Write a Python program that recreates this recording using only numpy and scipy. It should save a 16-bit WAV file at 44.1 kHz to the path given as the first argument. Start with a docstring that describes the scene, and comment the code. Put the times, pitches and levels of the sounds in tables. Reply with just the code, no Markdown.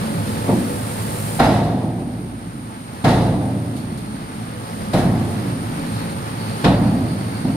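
"""Tipper truck in a gravel yard

Beside the truck, on a phone's two microphones. Insects shrill in the trees around the yard.
The diesel runs at a fast idle and the tyres crunch as the truck jerks forward, steel bed raised.
The last gravel slides out, then the hanging tailgate slams against the bed again and again and the
big plates boom. Each heavy slam turns the phone's gain down, and the yard slowly swells back."""
import sys
import numpy as np
from scipy import signal
from scipy.fft import rfft, irfft, next_fast_len
from scipy.io import wavfile
from scipy.ndimage import uniform_filter1d

SR = 44100
rng = np.random.default_rng(int(sys.argv[2]) if len(sys.argv) > 2 else 0)


def bounce(signal):
    """Save signal as a 16-bit WAV file at the path given by the first command-line argument."""
    frames = np.transpose(np.atleast_2d(signal))
    limited = np.clip(frames, -1, 1)
    pcm = np.round(limited * 32767).astype(np.int16)
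    wavfile.write(sys.argv[1], SR, pcm)


N = 333396
T = np.arange(N) / SR
TOP_HZ = 15500
SIDES = np.array([[1], [-1]])  # left and right microphone
BED_LEAD_S, ENGINE_LEAD_S = -0.0000423, 0.00042  # how much sooner the left one hears each source


def undb(db):
    """Decibels to gain."""
    return 10 ** (np.asarray(db) / 20)


def unit(x):
    """Scale to rms 1."""
    return x / np.sqrt(np.mean(x ** 2))


def noise(count=N):
    """Two independent channels of white noise."""
    return rng.standard_normal((2, count))


def walk(rate_hz):
    """A smooth random drift, rms 1."""
    hold = max(int(SR / rate_hz), 1)
    steps = np.repeat(rng.standard_normal(N // hold + 1), hold)
    return unit(uniform_filter1d(uniform_filter1d(steps, hold), hold)[:N])


def grains(per_s, spread_db):
    """A shower of tiny clicks, most faint and a few strong."""
    size = undb(spread_db * np.minimum(rng.exponential(size=(2, N)), 4))
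    return (rng.random((2, N)) < per_s / SR) * size * noise()


def fade(t, t60):
    """Free decay, 60 dB in t60 seconds."""
    return np.exp(-np.log(1000) * t / t60)


def burst(t, rise_s, t60):
    """A quickening rise, then free decay."""
    return np.minimum(t / rise_s, 1) ** 2 * fade(np.maximum(t - rise_s, 0), t60)


def envelope(start_s, length_s, rise_s, fall_s):
    """Attack, hold and release, between 0 and 1."""
    return np.clip((T - start_s) / rise_s, 0, 1) * np.clip(1 - (T - start_s - length_s) / fall_s, 0, 1)


def add(out, start_s, x):
    """Mix x into out from start_s on."""
    i = int(start_s * SR)
    out[:, i:i + x.shape[-1]] += x[:, :N - i]


def across(hz, rows):
    """Each column of a frequency table, read on a log axis."""
    points, *columns = np.transpose(rows)
    return [np.interp(np.log(hz + 1), np.log(points), column) for column in columns]


# Scatter from the trees, and balance at the phone: f/Hz, side minus mid/dB, left minus right/dB
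YARD_IMAGE = [(60.6, -14, -10), (153.6, -25, -0.5), (320, -15, -1.2), (650, -11, -0.76), (1290, -1.5, -0.5),
              (2720, -3.5, 0.5), (5500, -0.5, -1.5), (9000, -1, -3.5), (12400, 0, 2.5)]
def at_mics(x, spectrum, lead_s=0, tilt_db=0):
    """Give a direct and a scattered signal a spectrum and place them on the two microphones; rms 1."""
    size = next_fast_len(x.shape[-1])
    hz = np.fft.rfftfreq(size, 1 / SR)
    side_db, pan_db = across(hz, YARD_IMAGE)
    gain = undb(across(hz, spectrum)[0] + tilt_db * np.log2(1 + hz / 1000))
    mid, side = rfft(x, size) * gain / np.sqrt(1 + undb(side_db) ** 2)
    pair = (mid + SIDES * side * undb(side_db)) * undb(SIDES * pan_db / 2)
    time_shift = np.exp(1j * np.pi * hz * lead_s * SIDES)
    return unit(irfft(pair * time_shift, size)[:, :x.shape[-1]])


# The shrill band from the trees all around: f/Hz, relative level/dB
CHORUS_SPECTRUM = [(7400, -28), (8300, -21.5), (8620, -8.5), (8800, -8.5), (8960, -0.5), (9200, -5.5),
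                   (9600, -12.5), (10400, -20.5), (12000, -32)]
# Its slow swell and sinking: t/s, level/dB
CHORUS_SWELL = [(0, -41.5), (1.8, -39.5), (3.6, -39), (4.2, -41), (6, -42.5), (7.5, -42.5)]
def insect_chorus():
    """Many insects overlap in one narrow, shimmering band."""
    level_db = np.interp(T, *np.transpose(CHORUS_SWELL)) + 0.86 * walk(28)
    return undb(level_db) * at_mics(noise(), CHORUS_SPECTRUM)


# Single calls from the trees: t/s, length/s, level/dB, f/Hz
INSECT_CALLS = [(3.7, .5, -52, 4300), (4.6, 1.05, -55.5, 5030), (5.845, 0.24, -47, 4230),
                (6.35, 1.23, -47.5, 4490)]
def insect_buzzes(rasp_hz=260, pulse_hz=8.2, pulse_db=3):
    """An octave below the chorus, thin buzzes pulse and waver in pitch."""
    rasp = unit(signal.sosfilt(signal.butter(2, rasp_hz, fs=SR, output="sos"), noise()))
    clock = np.cumsum(1 + 0.01 * walk(19)) / SR
    pulsing_db = pulse_db * np.sin(2 * np.pi * pulse_hz * T + walk(3.1)) + 1.2 * walk(14)
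    out = 0
    for start_s, length_s, db, hz in INSECT_CALLS:
        call = undb(db + pulsing_db) * envelope(start_s, length_s, rise_s=0.072, fall_s=0.12)
        out += call * rasp * np.sqrt(2) * np.sin(2 * np.pi * hz * clock)
    return out


# Grit on the yard floor: f/Hz, relative level/dB
GRIT_SPECTRUM = [(1500, -40), (3000, -4), (4500, -2), (5900, -9.5), (7500, -9), (10000, -4.5),
                 (12000, -6.5), (15500, -19.5)]
# Stones snapping out from under the load and the tyres: t/s, level/dB
STONE_SNAPS = [(.27, -38), (3.765, -34), (3.975, -37)]
def tyres(effort, coasting_db=-44.5, effort_db=4):
    """Chippings grind under the tread; now and then one snaps."""
    level_db = coasting_db + effort_db * effort + 0.8 * walk(12)
    out = undb(level_db) * at_mics(grains(per_s=9000, spread_db=0.91), GRIT_SPECTRUM)
    t = T[:SR // 4]
    for start_s, db in STONE_SNAPS:
        add(out, start_s, undb(db) * fade(t, t60=0.28) * at_mics(noise(len(t)), GRIT_SPECTRUM))
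    return out


# Chippings hissing down the raised bed: f/Hz, relative level/dB
SLIDE_SPECTRUM = [(2000, -14), (4500, -7), (6200, -10.5), (8000, -3.5), (9500, 1.5), (11000, -3),
                  (13000, -7.5), (15500, -8)]
def gravel_slide(start_db=-43, growth_db_per_s=7.5, shut_s=1.44):
    """Gravel leaves the steel floor ever faster, until the gate shuts on it."""
    flow_db = start_db + growth_db_per_s * np.minimum(T, shut_s) + 0.7 * walk(14)
    dying = fade(np.maximum(T - shut_s, 0), t60=0.55)
    return undb(flow_db) * dying * at_mics(grains(per_s=7000, spread_db=1.1), SLIDE_SPECTRUM)


def shaft_tone(clock, hz, db, waver_db=3.03):
    """One tone locked to the engine shaft, wavering in level."""
    arrival = clock + SIDES * ENGINE_LEAD_S / 2
    level = undb(db - 1 + waver_db * walk(22))
    return level * np.sqrt(2) * np.sin(2 * np.pi * (hz * arrival + rng.random()))


# The hoist pump at work: t/s, length/s, relative level/dB
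HOIST_RUNS = [(-.1, 0.586, -38.5), (0.603, 0.78, -41), (4.45, .4, -44)]
# Its whine: f/Hz, relative level/dB
HOIST_TONES = [(490, 1), (571, -2), (689, -8)]
def hoist_pump(clock, rise_s=0.104, fall_s=0.327):
    """The pump whines under load, its pitch riding on the shaft speed."""
    load = sum(undb(db) * envelope(s, length_s, rise_s, fall_s) for s, length_s, db in HOIST_RUNS)
    return load * sum(shaft_tone(clock, hz, db) for hz, db in HOIST_TONES)


# Exhaust rumble, reaching the left microphone first: f/Hz, relative level/dB
EXHAUST_SPECTRUM = [(22, -40), (40, -25), (65, -13.5), (100, -2), (170, -2.5), (250, -3.5), (330, -10),
                    (420, -13.5), (600, -23), (900, -33), (1500, -63.5)]
# Diesel clatter from the same side: f/Hz, relative level/dB
BLOCK_SPECTRUM = [(300, -7), (550, -1.5), (800, 1), (1100, -2.5), (2000, -7.5), (2900, -13), (4500, -16),
                  (8000, -30)]
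# Engine hum: f/Hz, relative level/dB
HUM_TONES = [(107.7, -7.5), (166.5, -10), (215.4, -8.5), (443, -22.5), (543.5, -18.5), (866.5, -16),
             (1266, -18)]
def diesel(effort, firing_hz=53.7, throb=0.18, knock=0.077):
    """Each firing puffs into the exhaust and knocks in the block; the shaft hums and drives the pump."""
    exhaust_db, block_db = -30 + 5 * effort, -33 + 2 * effort
    clock = np.cumsum(1 + 0.00395 * walk(3) + 0.0061 * walk(25)) / SR  # slightly uneven shaft speed
    firing = np.cos(2 * np.pi * firing_hz * clock)
    puffs = at_mics(noise() * (1 + throb * firing), EXHAUST_SPECTRUM, ENGINE_LEAD_S)
    clatter = noise() * undb(0.8 * walk(30))
    knocks = at_mics(clatter * (1 + knock * firing), BLOCK_SPECTRUM, ENGINE_LEAD_S)
    hum = sum(shaft_tone(clock, hz, exhaust_db + 1.5 + db) for hz, db in HUM_TONES)
    return undb(exhaust_db) * puffs + undb(block_db) * knocks + hum + hoist_pump(clock)


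def ragged(spectrum, depth_db, count=420):
    """Split a smooth spectrum into the many narrow peaks and gaps of welded steel."""
    hz = np.geomspace(spectrum[0][0], TOP_HZ, count)
    peaks_db = depth_db * np.clip(rng.standard_normal(count), -2, 2)
    return np.column_stack([hz, across(hz, spectrum)[0] + peaks_db])


def strike(hz, boom_db, clang_db, ring):
    """A heavy, long-ringing blow shakes the whole bed, a sharp one the panels; a light one is dull."""
    weight = ring - 0.95
    whole_bed_db, treble_db = 16 * weight, clang_db + 12 * weight
    spectrum = [(55, whole_bed_db), (105, boom_db + whole_bed_db / 2), (210, boom_db), (380, 0.012),
                (720, clang_db), (1000, clang_db), (1600, treble_db)]
    return undb(across(hz, spectrum)[0])


# Decay of the plates at a ring factor of 1: f/Hz, t60/s
PLATE_DECAY = [(50, 2.8), (120, 3.97), (260, 3.75), (480, 1.995), (800, 1.71), (1300, 1.16), (3000, 1.07)]
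def plates(t, spectrum, boom_db, clang_db, ring):
    """Countless overlapping plate modes; the low ones ring longest."""
    hz = np.fft.rfftfreq(len(t), 1 / SR)
    struck = rfft(at_mics(noise(len(t)), spectrum, BED_LEAD_S)) * strike(hz, boom_db, clang_db, ring)
    centres_hz, t60s = np.transpose(PLATE_DECAY)
    out = 0
    for share, t60 in zip(np.eye(len(t60s)), t60s):
        band = irfft(struck * np.interp(hz, centres_hz, share), len(t))
        out += band * fade(t, t60 * ring)
    return out


# Notes that stand out of the boom: f/Hz, relative level/dB, t60/s at a ring factor of 1, build-up/s
BED_NOTES = [(39.4, -18, 0.92, .01), (56.4, -15, 3, 0.011), (57.3, -22.5, 4.9, 0.021),
             (92.4, -8.5, 2.55, 0.12), (114.26, -5.5, 2.57, 0.11), (143.86, -8.5, 1.7, 0.0064),
             (156.62, -11.5, 2.66, 0.053), (195.3, -8, 2.02, 0.022), (264.9, -13, 2.81, 0.049),
             (357.5, -12.5, 1.93, 0.011), (472, -24.5, 1.9, 0.021), (543, -22.5, 1.4, 0.0086),
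             (627, -19, 0.63, 0.0059), (701.3, -14, 1.15, 0.008), (775, -23.5, 2.1, 0.009),
             (828, -23, 1.2, .01), (866, -17, 0.59, 0.0085), (914, -22, 0.78, 0.0146),
             (1394, -23, 0.67, 0.011)]
def bed_modes(t, boom_db, clang_db, ring, gain_db=2.5, scatter_db=1.2, scatter_s=0.001296):
    """The bed's strongest modes; each blow lands a little differently and stirs another mix of them."""
    out = 0
    for hz, db, t60, build_s in BED_NOTES:
        size, path = rng.standard_normal(2)
        level = undb(db + gain_db + scatter_db * size) * strike(hz, boom_db, clang_db, ring)
        shape = (1 - np.exp(-t / build_s)) * fade(t, t60 * ring)
        arrival = t + scatter_s * path + SIDES * BED_LEAD_S / 2
        out += level * shape * np.sin(2 * np.pi * hz * arrival)
    return out


# The bed's crowded plate modes: f/Hz, relative level/dB
PLATE_SPECTRUM = [(28, -42), (55, -13), (75, -38), (100, -7), (150, -4), (250, -2), (360, -7.5), (415, -14),
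                  (480, -7), (740, -7.5), (900, -12.5), (1080, -16), (1900, -21), (3000, -32.5),
                  (7000, -55)]
# Steel on steel at the contact: f/Hz, relative level/dB
CLANK_SPECTRUM = [(500, -1), (1300, 1.5), (2000, -1.5), (2800, 1.5), (3800, 3.5), (4900, -1.5),
                  (6000, -7.5), (7500, -11), (9500, -7), (12000, -15), (15500, -26.5)]
# Slams in the foreground, almost centred between the microphones: t/s, level/dB, boom/dB, clang/dB,
# ring factor, clank/dB, clank tilt/(dB per octave), rattle/dB, rattle t60/s
SLAMS = [(0.476, -14, -0.5, -2.5, .26, -35.5, 1.5, -38, .3),
         (0.520, -20.5, 5.5, -10, 0.26, -36, 3.5, -37, .2), (1.389, -5, 1, 4.5, 0.94, -10, 2, -13, 1),
         (3.038, -7.5, 1.5, 1.5, 0.94, -10.5, 1, -14, 1), (4.928, -15, 3.5, 0, 0.94, -10.5, 3.5, -16, 0.52),
         (6.638, -13.3, 4.5, 1, 0.85, -2, -5.5, -12, 0.48),
         (7.438, -23.5, 8, -3.5, 0.41, -17.5, 4.5, -31, .3)]
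def tailgate(spread_s=0.013, punch=0.25, rebound_s=0.053):
    """The gate lands with a clank and rattles on its hinges; the blow spreads through the bed and booms."""
    out, t = np.zeros((2, N)), T[:2 * SR]
    bed, edge = ragged(PLATE_SPECTRUM, depth_db=2.4), ragged(CLANK_SPECTRUM, depth_db=3.2)
    # the struck end sounds loudest, until the energy has spread over the whole bed
    swell = np.minimum(t / spread_s, 1) + punch * burst(t, spread_s, t60=0.78)
    for start_s, db, boom_db, clang_db, ring, clank_db, tilt_db, rattle_db, rattle_t60 in SLAMS:
        body = plates(t, bed, boom_db, clang_db, ring) + bed_modes(t, boom_db, clang_db, ring)
        contact = undb(clank_db) * burst(t, rise_s=0.0083, t60=0.16)
        # the loose gate chatters hardest as it comes back from the rebound
        rattle = undb(rattle_db + 0.6 * walk(71.7)[:len(t)]) * burst(t, rebound_s, rattle_t60)
        steel = at_mics(noise(len(t)), edge, BED_LEAD_S, tilt_db)
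        add(out, start_s, undb(db) * (body * swell + steel * (contact + rattle)))
    return out


# The driver pulls across the yard in short lurches: t/s, length/s, effort (0-1)
PULLS = [(-.1, 0.62, 0.95), (0.94, 0.56, .5), (2.85, .2, 0.45), (4.603, 0.38, 0.66), (5.777, .25, 0.52),
         (6.4, 0.28, 0.5)]
def scene():
    """The truck and the trees around it; one effort drives exhaust, clatter, hum and tyres."""
    effort = sum(push * envelope(s, length_s, rise_s=0.12, fall_s=0.5) for s, length_s, push in PULLS)
    truck = diesel(effort) + tailgate() + gravel_slide() + tyres(effort)
    return truck + insect_chorus() + insect_buzzes()


def gain_control(x, ceiling_db=-10, listen_s=0.03, recovery_db_per_s=2.5):
    """Whatever passes the rms ceiling turns the phone's gain down at once; it then creeps back up."""
    power = uniform_filter1d(np.mean(x ** 2, axis=0), int(listen_s * SR))
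    over_db = np.maximum(10 * np.log10(np.abs(power) + 1e-12) - ceiling_db, 0)
    recovered_db = recovery_db_per_s * T
    return x * undb(recovered_db - np.maximum.accumulate(over_db + recovered_db))


def record(dry):
    """The phone ducks after each heavy slam, rounds the highest peaks and cuts the top."""
    held = gain_control(dry)
    rounded = held / (1 + held ** 6) ** (1 / 6)
    return signal.sosfilt(signal.ellip(10, 0.1, 80, TOP_HZ, fs=SR, output="sos"), rounded)


dry = scene()
out = record(dry)
bounce(out)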